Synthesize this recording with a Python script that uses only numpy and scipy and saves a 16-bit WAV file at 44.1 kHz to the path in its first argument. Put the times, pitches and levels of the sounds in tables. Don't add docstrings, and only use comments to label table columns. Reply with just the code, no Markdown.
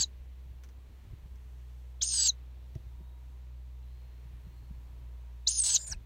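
import sys
import numpy as np
from scipy import signal
from scipy.fft import irfft, next_fast_len
from scipy.io import wavfile
from scipy.ndimage import uniform_filter1d

SR = 44100
rng = np.random.default_rng(int(sys.argv[2]) if len(sys.argv) > 2 else 0)


def transcribe(signal):
    frames = np.atleast_2d(signal).T
    limited = np.clip(frames, -1, 1)
    pcm = np.round(limited * 32767).astype(np.int16)
    wavfile.write(sys.argv[1], SR, pcm)


N = 267069
TIME = np.arange(N) / SR
FFT_SIZE = next_fast_len(N, real=True)

# (time [s], relative hiss level [dB], relative chest ring level [dB])
BACK_BREATH = [(5.634, -34, -76), (5.7, -36.5, -61), (5.77, -50, -89), (5.79, -53.5, -67),
               (5.811, -47.5, -69), (5.85, -54, -63), (5.9, -47, -64.5), (5.933, -57, -49.5),
               (5.95, -72, -76)]
# (time [s], swing peak [dB], swing rate [Hz], panel knock [dB], low shudder [dB])
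BOX_BUMPS = [(0.453, -49.5, 102, -67, -56.5), (0.506, -45.5, 100.6, -72, -53.5),
             (0.776, -50.5, 107, -73, -57.5), (0.898, -55, 106, -74, -55), (1.046, -49, 102.3, -69.5, -54),
             (1.127, -38.5, 102, -64, -52.5), (1.25, -46.5, 133, -65.5, -68.5),
             (2.753, -32, 101.6, -45.5, -50.5), (2.857, -42.5, 95, -71, -59),
             (3.001, -46, 156, -57.5, -55.5), (4.249, -47.5, 129.5, -72, -69),
             (4.332, -56, 102.9, -71, -53), (4.462, -43, 140, -65, -55), (4.701, -39, 143, -66, -53),
             (5.663, -49, 102.2, -72, -56), (5.941, -62, 101, -69, -48.5)]


def undb(db):
    return 10 ** (np.asarray(db) / 20)


def walk(rate, count=N):
    hold = int(SR / rate)
    steps = np.repeat(rng.standard_normal(count // hold + 1), hold)
    smooth = uniform_filter1d(uniform_filter1d(steps, hold), hold)
    return 1.3 * smooth[:count]


def noise(gain):
    hz = np.fft.rfftfreq(FFT_SIZE, 1 / SR) + 1e-3
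    random_phase = np.exp(2j * np.pi * rng.random(len(hz)))
    x = irfft(random_phase * gain(hz), FFT_SIZE)[:N]
    return x / x.std()


def colour(table):
    hz, db = np.transpose(table)
    return lambda f: undb(np.interp(np.log(f), np.log(hz), db))


def resonance(hz, width_hz):
    return lambda f: 1 / (1 + ((f - hz * hz / f) / width_hz) ** 2)


def fade(start, end, edge, t=TIME):
    return np.clip(np.minimum(t - start, end - t) / edge + 1, 0, 1)


def whistle(strands, octave_db, waver, flutter_db):
    out = np.zeros(N)
    for strand in strands:
        s, hz, db = np.transpose(strand)
        i = np.flatnonzero((TIME >= s[0] - .003) & (TIME < s[-1] + .003))
        t = TIME[i]
        tremble = walk(700, count=SR)[:len(i)]
        flutter = walk(250, count=SR)[:len(i)]
        pitch = np.interp(t, s, hz) * (1 + waver * tremble)
        phase = 2 * np.pi * np.cumsum(pitch) / SR
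        level = undb(np.interp(t, s, db) + flutter_db * flutter)
        gain = np.sqrt(2) * level * fade(s[0], s[-1], .003, t)
        out[i] += gain * (np.sin(phase) + undb(octave_db) * np.sin(2 * phase))
    return out


def trailing(lead, part_s, lag_s, above_hz, up_db, parted_db, ring_hz, flare_db):
    parting_s, upsweep_s = .028, .022
    cut_db_per_s = 3000
    s, hz, _ = np.transpose(lead)
    t = np.arange(s[0] + lag_s, s[-1] + lag_s, .001)
    pitch = np.interp(t - lag_s, s, hz) + above_hz * np.clip((t - part_s) / parting_s, 0, 1)
    ring = np.exp(-((pitch - ring_hz) / 750) ** 2)
    upsweep = up_db + 10.5 * ring - cut_db_per_s * np.maximum(t - t[0] - upsweep_s, 0)
    parted = parted_db + flare_db * ring - cut_db_per_s * np.maximum(t - t[-1] + .006, 0)
    return np.c_[t, pitch, np.where(t > part_s, parted, upsweep)]


def both_sides():
    # (time [s], pitch [Hz], level [dB])
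    leads = [
        [(0.0, 7760, -35.5), (0.015, 7700, -25), (0.022, 7350, -33), (0.027, 6450, -24.5), (0.031, 6100, -39),
         (0.037, 5300, -65.5)],
        [(2.012, 3310, -44), (2.024, 5552, -37.5), (2.034, 7540, -35), (2.046, 8500, -38), (2.064, 8820, -39),
         (2.11, 8650, -39), (2.134, 8381, -33), (2.2, 7800, -29.5), (2.256, 7660, -30), (2.276, 7200, -26.5),
         (2.284, 6200, -28), (2.29, 5850, -45), (2.301, 4500, -67.5)],
        [(5.468, 3700, -44), (5.474, 3956, -23.5), (5.484, 6720, -24.5), (5.494, 8447, -31.5),
         (5.52, 9430, -42), (5.568, 9520, -44.5), (5.586, 8946, -27.5), (5.604, 8520, -28.5),
         (5.632, 7944, -33.5), (5.726, 7930, -32), (5.741, 7500, -34), (5.749, 6900, -21), (5.758, 5900, -27),
         (5.766, 5030, -62)],
        [(5.775, 6940, -54), (5.804, 7040, -48), (5.874, 6932, -48), (5.906, 6700, -45), (5.914, 6164, -45.5),
         (5.924, 5250, -36), (5.934, 4140, -46.5), (5.94, 3900, -65)],
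    ]
    # (parts from the lead at [s], lag [s], sits higher by [Hz],
    # upsweep level before flare [dB], parted level before flare [dB], throat ring [Hz], parted flare [dB])
    followers = [(0.0, .005, 393, -81, -48, 6800, 22), (2.124, .003, 531.6, -33, -44.5, 6640, 24),
                 (5.604, .005, 612, -35, -41.5, 6760, 20), (5.74, .002, 340, -90, -51, 5730, 13)]
    return [[lead, trailing(lead, *row)] for lead, row in zip(leads, followers)]


def low_voice():
    # (start [s], end [s], start pitch [Hz], end pitch [Hz], start level [dB], end level [dB])
    undertones = [(0.0, 0.027, 4700, 4615, -37.5, -36), (2.088, 2.268, 5353, 4690, -53.5, -31.5)]
    # (time of the peak [s], pitch at the peak [Hz], level at the peak [dB])
    closers = [(0.035, 4204, -30), (2.295, 4124, -26.5), (5.765, 3965, -33), (5.941, 2700, -56.5)]
    strands = []
    u = np.linspace(0, 1, 12)
    for start, end, hz0, hz1, db0, db1 in undertones:
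        pitch = hz1 + (hz0 - hz1) * (1 - u) ** 2.2
        level = db1 + (db0 - db1) * (1 - u) ** 2
        strands.append(np.c_[start + (end - start) * u, pitch, level])

    t = np.arange(-.013, .032, .001)
    squeak_s = .011
    droop_db = -8.5 * (t / squeak_s) ** 4
    after_db = -28.5 - 900 * np.abs(t - squeak_s)
    glide = 1 - 7.5 * np.minimum(t, squeak_s)
    for s, hz, db in closers:
        strands.append(np.c_[s + t, hz * glide, db + np.maximum(droop_db, after_db)])
    return strands


def near_voice():
    pairs = sum(both_sides()[:-1], [])
    return whistle(pairs, -33, .006, 2.5) + whistle(low_voice(), -45, .01, 2)


def catches():
    catch_times, depth_db, width_s = [5.61, 5.629, 5.86], 19.5, .0057
    dips = sum(np.exp(-((TIME - s) / width_s) ** 2) for s in catch_times)
    return undb(-depth_db * dips)


def wheeze():
    # (start [s], full flow from [s], end [s], hiss [dB], beak ring [dB])
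    breaths = [(-0.26, -0.1, 0.03, -49, -36), (2.012, 2.143, 2.275, -46.5, -34),
               (5.469, 5.661, 5.765, -46.5, -33.5)]
    # (frequency [Hz], relative level [dB])
    hiss_colour = [(1350, -36.5), (2350, -22), (2750, -5), (3500, -1.5), (4300, 3.5), (5500, -1), (7100, 1),
                   (7600, -9.5), (9300, -25.5), (10400, -47.5), (11600, -16.5), (13400, -38),
                   (14800, -23.5), (16000, -31)]
    # (frequency [Hz], width [Hz], relative level [dB])
    beak_rings = [(6287, 340, 0), (6760, 380, -2), (5120, 610, -6)]
    chest_rings = [(631, 78, -10.5), (950, 250, 0), (1613, 470, 3), (2360, 460, -1)]
    release_db_per_s, flare_s = 1098.5, .0082
    hiss_gain, beak_gain, chest_gain = 0, 0, 0
    for start, full, end, db, beak_db in breaths:
        opening = (TIME > start) * np.minimum((TIME - start) / .018, 1)
        gate = opening * undb(-release_db_per_s * np.clip(TIME - end, 0, .1))
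        moments = [start, start + .067, full, end - .045, end]
        flow = gate * undb(db + np.interp(TIME, moments, [3.5, -12, 0, 0, 6]))
        flare = np.exp(-((TIME - start - flare_s) / flare_s) ** 2)
        hiss_gain = hiss_gain + flow
        chest_gain = chest_gain + flow * undb(-12 + 11.5 * flare)
        beak_gain = beak_gain + gate * undb(beak_db + 8.5 * flare)

    s, _, back_db = np.transpose(BACK_BREATH)
    chest_gain = chest_gain + fade(s[0], s[-1], .003) * undb(np.interp(TIME, s, back_db))

    sputter = undb(2.0 * walk(300))
    beak = sum(undb(db + 2.5 * walk(300)) * noise(resonance(hz, w)) for hz, w, db in beak_rings)
    chest = sum(undb(db + 3.2 * walk(60)) * noise(resonance(hz, w)) for hz, w, db in chest_rings)
    broad = undb(8.5) * noise(colour(hiss_colour))
    breath = sputter * (hiss_gain * broad + undb(-9) * chest_gain * chest)
    return catches() * (breath + undb(-4.5) * beak_gain * beak)


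def back_wheeze():
    # (frequency [Hz], relative level [dB])
    thin_colour = [(2500, -23), (3500, -10), (4900, -3.5), (6000, -6), (8600, 5), (9800, -13.5),
                   (10500, -24), (16000, -30)]
    s, db, _ = np.transpose(BACK_BREATH)
    spurts = undb(np.interp(TIME, s, db) + 2.5 * walk(220))
    return catches() * fade(s[0], s[-1], .003) * spurts * noise(colour(thin_colour))


def back_chick():
    # (time [s], pitch [Hz], level [dB])
    hoarse = [
        [(5.79, 8800, -68), (5.85, 8700, -59), (5.892, 9050, -47.5), (5.904, 8300, -46), (5.922, 6800, -69)],
        [(5.792, 5050, -63), (5.806, 5000, -57), (5.84, 4900, -65)],
        [(5.78, 597, -71), (5.86, 595.4, -78), (5.885, 622, -66.5), (5.915, 660, -66.5), (5.94, 866, -64.5)],
    ]
    pair = both_sides()[-1]
    return whistle(pair, -27, .007, 2.5) + whistle(hoarse, -40, .018, 6) + back_wheeze()


def ticks():
    # (time [s], relative peak level [dB], length [s])
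    tick_list = [(0.636, -50.5, 0.011), (0.689, -58.5, 0.0094), (1.356, -61, 0.0072), (2.7524, -52, 0.0044)]
    scratch = noise(resonance(1470, 2800)) + 0.67 * noise(resonance(5900, 1220))
    scratch = scratch + 0.49 * rng.standard_normal(N)
    bursts = sum(undb(db - 6.5) * (TIME > s) * np.exp(-np.abs(TIME - s) / length)
                 for s, db, length in tick_list)
    return scratch * bursts


def box(x):
    t60_s, echo_db = .083, -20.5
    t = TIME[:SR // 5]
    tail = rng.standard_normal(len(t)) * undb(-60 * t / t60_s)
    return x + undb(echo_db) * signal.fftconvolve(x, tail / np.linalg.norm(tail))[:N]


def bumps():
    # (frequency [Hz], level against the knock [dB], time to fade by 60 dB [s])
    panel = [(153.5, 16, 0.034), (249.5, 5.5, 0.05), (346, 10, 0.043), (646, -4, 0.075)]
    out, t = np.zeros(N + SR), TIME[:SR // 8]
    for s, db, hz, knock_db, _ in BOX_BUMPS:
        turns = (t - .011) * hz
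        swing = undb(db + 1.5) * np.exp(-(turns / 0.59) ** 2) * np.sin(-2 * np.pi * turns)
        ring = sum(undb(knock_db + g - 60 * t / t60) * np.sin(2 * np.pi * f * t) for f, g, t60 in panel)
        soft_start = 1 - np.exp(-(t / .0043) ** 2)
        out[int(s * SR):][:len(t)] += swing + ring * soft_start
    return out[:N]


def rumble():
    # (time [s], relative level [dB])
    gusts = [(0.0, -53), (0.32, -62), (2.61, -61.5), (3.28, -59), (4.64, -55.5), (5.07, -58.5), (5.85, -58)]
    swells = gusts + [(row[0] + .013, row[4]) for row in BOX_BUMPS]
    slope_db_per_s = 177.5
    curves = [peak - slope_db_per_s * np.abs(TIME - s) for s, peak in swells]
    calm = -73.5 + 4.0 * walk(6)
    db = np.max(curves + [calm], axis=0)
    return undb(4.5 + db + 3.3 * walk(28)) * noise(resonance(50, 55))


def engine():
    # (time [s], firing rate [Hz], level [dB], octave level [dB])
    idle = [(0, 63, -45.5, -69), (.6, 62.64, -46.5, -69), (1.1, 64, -52, -74), (1.4, 61.5, -46, -64.5),
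            (1.9, 61.5, -45, -59), (2.7, 61.57, -46, -62), (3.4, 61.83, -45, -61.5),
            (3.9, 61.5, -44.5, -61.5), (4.5, 60.04, -49, -62.5), (5.0, 60.3, -44.5, -61),
            (5.6, 59.46, -45.5, -61.5), (5.75, 58.14, -52.5, -64), (6.05, 58.3, -49, -58.5)]
    s, *columns = np.transpose(idle)
    hz, db, octave_db = (np.interp(TIME, s, column) for column in columns)
    phase = 2 * np.pi * np.cumsum(hz * (1 + 0.0011 * walk(6))) / SR
    tone = undb(db + 0.41 * walk(7.8)) * np.sin(phase)
    octave = undb(octave_db + 1.5 * walk(9)) * np.sin(2 * phase)
    return np.sqrt(2) * (tone + octave)


def whines():
    # (start [s], end [s], pitch [Hz], peak level [dB])
    tones = [(2.93, 5.9, 955, -78), (1.25, 1.684, 425, -78), (1.1, 3.2, 13600, -87.5)]
    return sum(undb(db + 2.507 * walk(1.8)) * fade(start, end, 0.12) * np.sin(2 * np.pi * hz * TIME)
               for start, end, hz, db in tones)


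def far_bird():
    # (time [s], pitch [Hz], level [dB])
    calls = [
        [(2.4, 3610, -89), (2.95, 3620, -88.5), (3.07, 3780, -82.5), (3.2, 3820, -85.5)],
        [(3.82, 3950, -92.5), (3.96, 4180, -81), (4.3, 4240, -89)],
        [(4.45, 4150, -84.5), (4.65, 4300, -84), (4.8, 4320, -93)],
    ]
    return whistle(calls, -40, .008, 4.0)


def air():
    # (frequency [Hz], relative level [dB])
    air_colour = [(20, -34), (45, -24.5), (90, -19), (140, -24), (180, -30.5), (400, -32.5), (714, -38),
                  (962, -37), (1400, -43), (1800, -41.5), (2760, -43.5), (4200, -46.5), (5000, -52),
                  (5800, -50.5), (10500, -56), (14800, -51.5), (16000, -56)]
    out, swell, shape = 0, walk(1.0), colour(air_colour)
    for hz in 30 * 2 ** np.arange(10):
        band = lambda f: shape(f) * np.clip(1 - np.abs(np.log2(f / hz)), 0, 1) ** .5
        share = np.linalg.norm(band(np.arange(1., SR / 2)))
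        out = out + share * undb(0.5 * swell + 0.91 * walk(5)) * noise(band)
    return undb(-68) * out / np.linalg.norm(shape(np.arange(200., SR / 2)))


def scene():
    inside = box(near_voice() + back_chick() + wheeze() + ticks())
    far = engine() + whines() + far_bird() + air()
    return (inside + bumps() + rumble() + far)[None]


def record(dry):
    return signal.sosfilt(signal.ellip(12, .2, 80, 15800, fs=SR, output="sos"), dry)


dry = scene()
out = record(dry)
transcribe(out)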